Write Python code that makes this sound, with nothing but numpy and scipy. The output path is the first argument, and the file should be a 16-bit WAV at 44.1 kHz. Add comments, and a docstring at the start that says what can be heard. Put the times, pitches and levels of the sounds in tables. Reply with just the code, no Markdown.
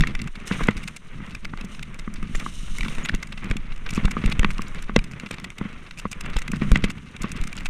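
"""Mountain bike on a dirt trail.

A fast descent, heard from a cased camera on the rider's chest. Tyres crunch over grit, disc brakes
hiss and briefly squeal, chain and cables clack against the frame. Air buffets the case;
bumps knock the camera mount and push deep thuds into the case."""
import sys
import numpy as np
from scipy import signal
from scipy.fft import rfft, irfft
from scipy.io import wavfile
from scipy.ndimage import uniform_filter1d

SR = 44100
rng = np.random.default_rng(int(sys.argv[2]) if len(sys.argv) > 2 else 0)


def pcm_store(signal):
    """Save signal as 16-bit PCM."""
    levels = np.round(np.clip(np.atleast_2d(signal), -1, 1) * 32767)
    wavfile.write(sys.argv[1], SR, levels.astype(np.int16).T)


N = 339129
TIME = np.arange(N) / SR
LEAD_S = 0.008  # a brief swell of noise leads into each hit

# Knocks on the camera mount. Each row: start in seconds, crack level in dB, ring in Hz,
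# boom level in dB, hollow level in dB; boom and hollow before the trims in mount_knocks().
MOUNT_KNOCKS = [(0.035, -10, 1900, -26, -33), (0.511, -16, 1160, -17, -24), (0.594, -26, 1300, -40, -45),
                (0.606, -20, 1220, -31, -25.5), (0.613, -30, 1190, -20, -30), (0.6849, -6, 2020, -10, -12),
                (1.202, -32.5, 1190, -31, -48), (1.534, -23.5, 1180, -26, -46),
                (1.641, -37, 1100, -29, -36), (2.075, -25.5, 1170, -23.5, -58),
                (2.227, -28.5, 1200, -28, -39), (2.348, -18.5, 1830, -34, -33.5),
                (2.462, -16.5, 1220, -28, -52), (2.859, -24, 1180, -24.5, -42),
                (2.981, -27, 2170, -32, -34), (3.092, -24, 1700, -42, -55), (3.14, -21.5, 2220, -24, -29),
                (3.511, -15.5, 2200, -22.5, -27), (3.556, -48, 2760, -23.5, -51),
                (3.976, -21, 1180, -14.5, -27), (4.046, -26, 1070, -17, -26.5),
                (4.079, -21, 1260, -49, -37), (4.166, -15, 1220, -20.5, -26.5),
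                (4.238, -22, 2230, -18.5, -26.5), (4.276, -21, 1880, -33, -32),
                (4.395, -20, 2220, -40, -28.5), (4.43, -15, 1930, -24, -27.5),
                (4.445, -2.5, 2300, -15, -28), (4.591, -21.5, 1150, -24, -33.5),
                (4.893, -22, 1170, -24, -31), (4.961, -4, 2850, -9, -7.5), (5.233, -37, 2330, -31, -37),
                (5.308, -24, 2580, -30, -30), (5.611, -24.5, 1140, -18.5, -37),
                (5.652, -33, 1230, -24, -41), (6.0521, -17.5, 1120, -21.5, -25),
                (6.364, -18, 2180, -32.5, -30), (6.533, -22, 1130, -18.5, -53),
                (6.618, -19.5, 1850, -13, -47), (6.715, -16, 2240, -16, -21.5),
                (6.757, -6.5, 1940, -16, -29), (6.839, -12.5, 2340, -13, -21),
                (7.241, -21.5, 1150, -19.5, -30.5)]
# Modes of frame and chain. Each row: frequency in Hz, gain in dB, t60 in seconds.
FRAME_MODES = [(1500, 5.5, 0.0043), (2060, -6, 0.03), (2293, -5.5, 0.027), (2620, -1, 0.017),
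               (3426, -8.5, 0.011), (3704, -19, 0.039)]


def undb(db):
    """Decibels to gain."""
    return 10 ** (np.asarray(db) / 20)


def unit(x):
    """Scale to rms 1."""
    return x / np.sqrt(np.mean(x ** 2))


def peak(x, db):
    """Scale to a peak level."""
    return x * undb(db) / np.abs(x).max()


def add(out, start_s, x):
    """Mix x into out."""
    i = int(start_s * SR)
    x, i = x[max(-i, 0):], max(i, 0)
    out[i:i + len(x)] += x[:N - i]


def curve(table):
    """Each value column of (seconds, value, ..) rows, interpolated linearly."""
    times_s, *columns = np.transpose(table)
    return [np.interp(TIME, times_s, column) for column in columns]


def swells(table):
    """Gaussian humps in dB from (centre in seconds, half length in seconds, dB) rows."""
    return sum(db * np.exp(-((TIME - centre_s) / half_s) ** 2) for centre_s, half_s, db in table)


def band(x, lo_hz, hi_hz):
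    """Butterworth band-pass."""
    return signal.sosfilt(signal.butter(2, [lo_hz, hi_hz], "band", fs=SR, output="sos"), x)


def colour(x, spectrum, size=2048):
    """Minimum-phase filter through (Hz, dB) points."""
    hz, db = np.transpose(spectrum)
    grid_hz = np.maximum(np.arange(size // 2 + 1) * SR / size, 1)
    gain = undb(np.interp(np.log(grid_hz), np.log(hz), db))
    cepstrum = irfft(np.log(gain))
    cepstrum[1:size // 2] *= 2
    cepstrum[size // 2 + 1:] = 0
    return signal.fftconvolve(x, irfft(np.exp(rfft(cepstrum))))[:len(x)]


def ring(push, modes, detune=0.0):
    """Damped modes driven by a push; each blow lands elsewhere and detunes them a little."""
    t = TIME[:len(push)]
    response = np.zeros(len(push))
    for hz, db, t60_s in modes:
        hz = hz * (1 + detune * rng.standard_normal())
        response += undb(db) * np.cos(2 * np.pi * hz * t) * undb(-60 * t / t60_s)
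    return signal.fftconvolve(push, response)[:len(push)]


def walk(rate_hz):
    """Random steps, smoothed twice, at rms 1."""
    hold = int(SR / rate_hz)
    steps = np.repeat(rng.standard_normal(N // hold + 1), hold)
    return unit(uniform_filter1d(uniform_filter1d(steps, hold), hold)[:N])


def grains(per_s, spread_db):
    """Random impulses, many small and a few large."""
    height = undb(spread_db * np.minimum(rng.exponential(size=N), 5))
    return (rng.random(N) < per_s / SR) * height * rng.choice([-1, 1], N)


def contacts(span_s, scrape_s, shiver_db, shiver_s, count, scatter_db=3.5, size=4000):
    """Quick scraping contacts of uneven force; loose parts shiver on after them."""
    t = TIME[:size] - LEAD_S
    push = np.zeros(size)
    for when_s in span_s * (np.arange(count) + rng.random(count) / 2) / count:
        push += undb(scatter_db * rng.standard_normal()) * np.exp(-np.abs(t - when_s) / scrape_s)
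    lead_in = np.exp(np.minimum(t, 0) / 0.0012)
    shiver = undb(shiver_db) * lead_in * np.exp(-np.maximum(t, 0) / shiver_s)
    return (push + shiver) * rng.standard_normal(size)


def buffeting(trim_db=1.5):
    """Gusts and body sway buffet the case in lumps."""
    # Each row: time in seconds, level before trim in dB.
    gusts = [(0, -26.5), (.4, -41), (.64, -28), (.9, -45.5), (1.25, -32), (1.6, -36.5), (2.7, -31),
             (2.9, -28.5), (3.35, -33), (4.4, -28.5), (4.9, -27), (5.05, -35.5), (5.95, -41), (6.3, -30.5),
             (6.7, -27), (6.98, -63.5), (7.35, -30), (7.69, -35)]
    # Each row: frequency in Hz, relative density in dB.
    buffet_spectrum = [(5, 7), (13, 5), (22, 10.5), (38, -8), (60, -15.5), (100, -17.5), (200, -46),
                       (2000, -120)]
    level_db, = curve(gusts)
    rumble = unit(colour(rng.standard_normal(N), buffet_spectrum, size=32768))
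    return rumble * undb(level_db + trim_db + 2.55 * walk(rate_hz=7.2))


def mount_drone(level_db, trim_db=5.7):
    """Small bumps keep the camera mount droning."""
    # Each row: frequency in Hz, relative density in dB.
    drone_spectrum = [(20, -43), (60, 0), (90, -8), (150, 0), (208, -1), (250, -6.5), (320, -17),
                      (500, -32.5), (900, -81), (4000, -100)]
    drone = unit(colour(grains(per_s=170, spread_db=3), drone_spectrum, size=8192))
    return drone * undb(level_db + trim_db + 2 * walk(rate_hz=25))


def brake_hiss(graze_db=-66, trim_db=4):
    """Dusty pads slip on the rotor and excite its broad resonances; released, they still graze it."""
    # Lever pulls. Each row: start, length, squeeze and release in seconds, level before trim in dB.
    pulls = [(0.452, 0.17, 0.0069, 0.059, -50), (.75, 0.14, 0.047, .05, -60),
             (1.672, 0.054, 0.046, 0.051, -53.5), (2.22, 0.75, 0.26, .09, -51), (3.81, 1, 0.091, 0.08, -63),
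             (6.51, 0.21, 0.11, 0.044, -59), (7.246, 0.41, 0.058, .05, -67)]
    # Each row: frequency in Hz, relative density in dB.
    rotor_spectrum = [(1200, -22), (2300, -14), (2900, 6.5), (3300, -4), (3800, 1.5), (4600, -12.5),
                      (6100, -2), (7700, -9.5), (9000, -3.5), (10500, -18), (12500, -22), (15000, -33)]
    drag = undb(graze_db)
    for start_s, length_s, squeeze_s, release_s, db in pulls:
        t = TIME - start_s
        grip = np.clip(t / squeeze_s, 0, 1) * np.exp(-np.maximum(t - length_s, 0) / release_s)
        drag = np.hypot(drag, undb(db) * grip)
    pressure = undb(1.8 * walk(rate_hz=70))
    slips = grains(per_s=9000, spread_db=3.5) * pressure
    return unit(colour(slips, rotor_spectrum)) * drag * undb(trim_db)


def brake_squeals(waver=0.03):
    """The rotor catches a pad and sings for an instant on an unsteady pitch."""
    # Each row: centre in seconds, half length in seconds, pitch in Hz, peak in dB.
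    squeals = [(2.363, 0.0024, 7060, -33), (2.832, 0.0029, 2005, -25), (3.046, .008, 6840, -35),
               (3.096, 0.0016, 1674, -14)]
    clock_s = np.cumsum(1 + waver * walk(rate_hz=900)) / SR
    out = np.zeros(N)
    for centre_s, half_s, hz, db in squeals:
        envelope = undb(db) * np.exp(-((TIME - centre_s) / half_s) ** 2)
        out += envelope * np.sin(2 * np.pi * hz * clock_s)
    return out


def tyre_bite_db(over_boom_db=15.5, rise_s=0.0043, fall_s=0.014):
    """Extra crunch as the tyres press into each bump; a heavier boom means a harder bite."""
    load = np.ones(N)
    for start_s, _, _, boom_db, _ in MOUNT_KNOCKS:
        near = np.abs(TIME - start_s) < 0.2
        t = TIME[near] - start_s
        load[near] += undb(boom_db + over_boom_db) * np.exp(np.minimum(t / rise_s, -t / fall_s))
    return 20 * np.log10(load)


def tyres(crunch_db, grit_db=1.35, pebble_db=-6.65, skitter_s=0.0087):
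    """Knobs crush dense grit in uneven patches and flick pebbles that scrape the frame."""
    # Each row: frequency in Hz, relative density in dB.
    grit_spectrum = [(150, -27), (330, 0.5), (450, -4), (820, -11), (1200, -1.5), (1650, -5.5), (2150, -2),
                     (2900, -10.5), (3300, -12.5), (4300, -29), (7000, -47), (9500, -65), (12000, -63),
                     (16000, -39)]
    patches = undb(2.4 * walk(rate_hz=70))
    grit = unit(colour(grains(per_s=3500, spread_db=2.5) * patches, grit_spectrum))
    flicks = np.abs(grains(per_s=50, spread_db=4))
    skitter = np.exp(-TIME[:SR // 50] / skitter_s)
    scrapes = signal.fftconvolve(flicks, skitter)[:N] * rng.standard_normal(N)
    pebbles = unit(band(ring(scrapes, FRAME_MODES), 1070, 5900))
    return (undb(grit_db) * grit + undb(pebble_db) * pebbles) * undb(crunch_db)


def slap(span_s, ring_hz, frame_db, steel_db, ring_t60_s=0.016, jitter_s=0.0063):
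    """Steel slides and lands in four contacts: ticks over a short ring of the frame, which jitters on."""
    # Each row: frequency in Hz, relative density in dB.
    steel_spectrum = [(2500, -22.5), (4200, 1.5), (5300, 12), (6800, 13.5), (8200, 13), (10500, 3),
                      (15000, -9)]
    push = contacts(span_s, scrape_s=0.0004, shiver_db=-18, shiver_s=0.003, count=4)
    t = TIME[:len(push)] - LEAD_S
    slide_s = 0.36 * span_s + 0.00089
    slide = undb(-10.5) * np.exp(-np.abs(t - span_s / 2) / slide_s) * rng.standard_normal(len(t))
    jitter = undb(-25) * (t > 0) * np.exp(-np.abs(t) / jitter_s) * rng.standard_normal(len(t))
    frame = ring(push + slide + jitter, FRAME_MODES + [(ring_hz, -1, ring_t60_s)], detune=0.023)
    ticks = colour(push + slide, steel_spectrum, size=256)
    return peak(band(frame, 410, 4380), frame_db) + peak(ticks, steel_db)


def cable_rattles(crunch_db, per_s=7, scatter_db=6):
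    """Cables tap the frame at random, harder where the ground is rough."""
    out = np.zeros(N)
    for when, force in rng.random((int(per_s * N / SR), 2)):
        db = crunch_db[int(when * N)] + scatter_db * (2 * force - 1)
        tap = slap(span_s=0.00433, ring_hz=2650, frame_db=db + 10, steel_db=db + 3.5)
        add(out, when * N / SR, tap)
    return out


def chain_clacks(stay_hz=2270, spread_octaves=0.11, frame_trim_db=1, steel_trim_db=-1.67):
    """The chain hits the stay; some slaps land flat, others roll along it."""
    # Each row: start in seconds, frame and steel levels before trim in dB, landing span in seconds.
    slaps = [(0.0077, -12.5, -19, 0.0021), (0.072, -18, -28.5, 0.0057), (0.1507, -18, -26, 0.003),
             (0.192, -25.5, -39.5, 0.0087), (0.2172, -25.5, -25.0, 0.003), (0.273, -25, -30, 0.01),
             (0.354, -30, -38, 0.0106), (0.4722, -29, -22.5, 0.0087), (0.6348, -22.5, -25.5, 0.0058),
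             (0.671, -33, -26, 0.0029), (0.7683, -25, -28, 0.013), (0.832, -28.5, -32, 0.012),
             (0.8767, -21, -26, 0.0093), (0.9628, -29, -27.5, 0.0093), (1.308, -34.0, -43, 0.0024),
             (1.3487, -23.5, -29.5, 0.0045), (1.447, -20.5, -26, 0.0081), (1.5732, -28, -36, 0.0032),
             (1.6472, -41, -35.5, 0.0074), (1.794, -27.5, -37, 0.0013), (1.8274, -26.5, -30, 0.0056),
             (1.9441, -31.5, -37, 0.0017), (1.991, -29, -29.5, 0.0078), (2.1389, -37.5, -30, 0.005),
             (2.3476, -22.5, -22.5, 0.013), (2.397, -24.5, -27, 0.0066), (2.7843, -23.5, -25.0, 0.003),
             (2.808, -18, -27, 0.0026), (2.8324, -23, -31, 0.002), (2.8463, -25.0, -32.5, 0.0089),
             (2.8828, -21, -28.5, 0.0036), (2.9835, -25, -32, 0.0025), (3.0511, -17, -22, 0.01),
             (3.0879, -18.5, -30, 0.0096), (3.148, -22.5, -22.5, 0.0038), (3.2267, -21.5, -24.5, 0.0077),
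             (3.271, -36.0, -33.5, 0.0046), (3.3224, -25, -32.5, 0.0062), (3.3757, -28.5, -37.5, 0.0079),
             (3.511, -25.5, -27.5, 0.0035), (3.567, -23, -26, 0.0042), (3.7206, -30, -61, 0.0096),
             (3.8633, -24.5, -36, 0.0065), (3.8908, -24, -33.5, 0.0072), (3.9061, -27.5, -24, 0.0041),
             (3.935, -33, -25.5, 0.0049), (3.9486, -33, -25.0, 0.0025), (3.9558, -23.5, -23.5, 0.012),
             (4.0548, -17.5, -26.5, 0.0047), (4.1102, -22, -22, 0.0085), (4.2602, -19.5, -25, 0.0024),
             (4.2986, -29.0, -30.5, 0.0032), (4.3183, -15.5, -30, 0.0082), (4.3944, -14, -18, 0.002),
             (4.5047, -18, -28.5, 0.013), (4.5811, -25, -30.0, 0.0026), (4.6193, -24, -25.5, 0.0045),
             (4.682, -44, -31.5, 0.0024), (4.747, -30.5, -33, 0.0022), (4.7827, -30, -49, 0.0121),
             (4.8225, -32, -29, 0.0059), (4.9619, -14, -20.5, 0.0012), (4.9904, -19, -28, 0.0022),
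             (5.041, -31.5, -31, 0.0052), (5.112, -34, -37, 0.012), (5.1347, -28.5, -43.5, 0.0021),
             (5.1982, -26.5, -30.5, 0.0027), (5.2612, -25.5, -37.0, 0.011), (5.3109, -22, -26.5, 0.0041),
             (5.3408, -29, -35, 0.006), (5.3837, -28.5, -41, 0.0027), (5.3992, -30.5, -34, 0.0025),
             (5.4428, -21.5, -28.0, 0.0074), (5.503, -26.0, -31, 0.0017), (5.583, -26.0, -32.5, 0.006),
             (5.9097, -25.0, -38, 0.0042), (5.9747, -31.5, -36, 0.01), (5.9874, -29, -27.5, 0.016),
             (6.1146, -29, -23, 0.0093), (6.1257, -23.5, -26.5, 0.0078), (6.2085, -26.5, -23.5, 0.0053),
             (6.2557, -29, -32.5, 0.011), (6.367, -18.5, -20.5, 0.0023), (6.387, -24.5, -23.0, 0.0075),
             (6.4192, -22.5, -27, 0.0095), (6.479, -21.5, -29.0, 0.0035), (6.517, -24.5, -24, 0.0039),
             (6.717, -17.0, -16.5, 0.0016), (6.7564, -21, -30, 0.0062), (6.7718, -31, -28.5, 0.0039),
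             (6.8402, -14, -19.5, 0.0065), (6.8996, -21, -26, 0.0069), (6.912, -36, -31, 0.0095),
             (6.98, -36.0, -48.0, 0.0074), (7.1643, -29, -33.5, 0.0028), (7.2185, -30, -24, 0.0076),
             (7.2328, -28, -33.5, 0.0048), (7.317, -25.5, -21.5, 0.0068), (7.4137, -28, -33, 0.002),
             (7.4375, -28, -29, 0.0043), (7.4719, -27, -26, 0.0064), (7.5283, -24, -30, 0.0027),
             (7.5673, -35, -26, 0.0017), (7.5763, -26, -29, 0.013), (7.6074, -26, -33, 0.0017),
             (7.657, -21, -24.5, 0.011)]
    out = np.zeros(N)
    for start_s, frame_db, steel_db, span_s in slaps:
        ring_hz = stay_hz * 2 ** (spread_octaves * rng.standard_normal())
        clack = slap(span_s, ring_hz, frame_db + frame_trim_db, steel_db + steel_trim_db)
        add(out, start_s - LEAD_S, clack)
    return out


def case_thuds(rebound=0.24):
    """Each bump squeezes the case: a short push of pressure, then a deep dip that swells back."""
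    # Each row: dip centre in seconds, peak in dB, half width in seconds, relative push height.
    bumps = [(0.018, -8, 0.011, 0.72), (0.16, -16, 0.012, 0.25), (.642, -15.5, 0.0084, .2),
             (0.773, -22, 0.0054, 0.33), (2.36, -12, 0.013, 0.14), (2.818, -16.5, 0.0088, 0.11),
             (2.997, -19.5, 0.02, 0.089), (3.150, -14.5, 0.0092, 0.86), (3.522, -12, 0.01, 0.84),
             (4.059, -7, 0.0073, 0.55), (4.271, -7.5, 0.0097, 0.67), (4.409, -6, 0.01, 0.73),
             (4.496, -13.5, 0.018, 0.24), (4.997, -10, 0.0102, 1), (6.225, -22, 0.01, 0.14),
             (6.371, -11, 0.0067, 0.29), (6.728, -1.5, 0.0075, 0.42), (6.852, -14, 0.011, 0.67),
             (7.218, -21, 0.0091, 0.2), (7.418, -14, .010, 0.36)]
    out = np.zeros(N)
    for centre_s, db, half_s, push_height in bumps:
        near = np.abs(TIME - centre_s) < 0.12
        u = (TIME[near] - centre_s) / half_s
        dip = rebound * np.exp(-(u / 2.55) ** 2) - np.exp(-u ** 2)
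        push = push_height * np.exp(-(5.4 * (u + 1.413)) ** 2)
        out[near] += peak(dip + push, db)
    return out


def mount_knocks(boom_trim_db=3, hollow_trim_db=2, ring_t60_s=0.015):
    """The mount takes up its slack: the case cracks, rings hollow and booms on its bracket."""
    # Modes of mount and case. Each row: frequency in Hz, gain in dB, t60 in seconds.
    boom_modes = [(201, 3, 0.077), (168, -1.5, 0.068), (250, -36, 0.013), (106, -7.5, 0.097)]
    hollow_modes = [(466, 8.5, 0.021), (610, -3, 0.015), (935, 1.5, 0.01)]
    case_modes = [(1130, -18, 0.047), (1216, -1.5, 0.018), (1508, 4, 0.01), (1990, 3.5, 0.016),
                  (2670, -7, 0.016), (3150, -6, 0.027), (4050, -48, 0.002), (5840, 0, 0.006)]
    out, blow = np.zeros(N), signal.unit_impulse(4000)
    for start_s, crack_db, ring_hz, boom_db, hollow_db in MOUNT_KNOCKS:
        push = contacts(span_s=0.00276, scrape_s=0.00037, shiver_db=-37, shiver_s=0.0028, count=2)
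        case = ring(push, case_modes + [(ring_hz, 9, ring_t60_s)], detune=0.022)
        crack = band(case, 760, max(1.65 * ring_hz, 1500))  # a higher ring opens the treble
        hollow = band(ring(blow, hollow_modes, detune=0.025), 250, 900)
        boom = band(ring(blow, boom_modes, detune=0.041), 55, 368)
        add(out, start_s + 0.000974 - LEAD_S, peak(crack, crack_db))
        add(out, start_s + 0.0011, -peak(boom, boom_db + boom_trim_db))
        add(out, start_s + 0.00085, -peak(hollow, hollow_db + hollow_trim_db))
    return out


def scene(gravel_shake=0.75):
    """All sources close to one microphone; no echo in the open wood."""
    # Trail roughness. Each row: time in seconds, base crunch in dB, base mount drone in dB.
    roughness = [(0, -42.5, -30.5), (.28, -47.5, -42), (.46, -44, -50.5), (.62, -43, -35.5),
                 (.93, -51.5, -48.5), (2.7, -50.5, -49), (2.95, -41, -41), (3.25, -50.5, -46),
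                 (3.76, -50.5, -51.5), (4.05, -41, -36.5), (4.35, -42.5, -36), (4.6, -46, -45.5),
                 (5.1, -51, -48), (6.0, -51.5, -49.5), (6.45, -47.5, -48.5), (6.7, -42.5, -30),
                 (7.05, -47.5, -44.5), (7.69, -49, -45)]
    # Hops and crests unload the tyres. Each row: centre and half length in seconds, drop in dB.
    hops = [(.32, 0.033, 13.5), (1.0, .05, 7), (1.08, .02, 0.5), (1.4, 0.02, 3), (5.29, 0.016, 13),
            (5.55, 0.019, 11), (5.95, .03, 4), (6.09, 0.023, 6), (7.04, 0.083, 6)]
    # Loose gravel. Each row: centre and half length in seconds, extra crunch in dB.
    gravel_patches = [(.54, 0.036, 6), (.61, 0.015, 4.5), (1.23, 0.064, 5), (1.6, 0.022, 8.5),
                      (1.78, 0.03, 3.5), (2.26, 0.086, 3), (2.41, .025, 9), (3.45, 0.067, 9.5),
                      (3.97, 0.049, 2.5), (4.76, 0.044, 4.5), (5.24, 0.057, 6), (5.34, 0.037, 6),
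                      (5.46, 0.018, 5.5), (5.64, 0.14, 6), (6.27, 0.045, 9.5), (7.25, 0.04, 6.5),
                      (7.4, 0.062, 4.5)]
    ground_db, drone_db = curve(roughness)
    lift_db, gravel_db = swells(hops), swells(gravel_patches)
    crunch_db = ground_db + gravel_db + tyre_bite_db() - lift_db
    shake_db = drone_db + gravel_shake * gravel_db - lift_db
    rolling = tyres(crunch_db) + mount_drone(shake_db) + buffeting()
    braking = brake_hiss() + brake_squeals()
    impacts = case_thuds() + mount_knocks() + chain_clacks() + cable_rattles(crunch_db)
    return (rolling + braking + impacts)[None]


def record(dry, low_hz=2, top_hz=15300):
    """The camera blocks slow pressure drift, clips at full scale and cuts the top."""
    highpass = signal.butter(1, low_hz, "high", fs=SR, output="sos")
    lowpass = signal.ellip(8, 0.2, 70, top_hz, fs=SR, output="sos")
    clipped = np.clip(signal.sosfilt(highpass, dry), -1, 1)
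    return signal.sosfilt(lowpass, clipped)


dry = scene()
out = record(dry)
pcm_store(out)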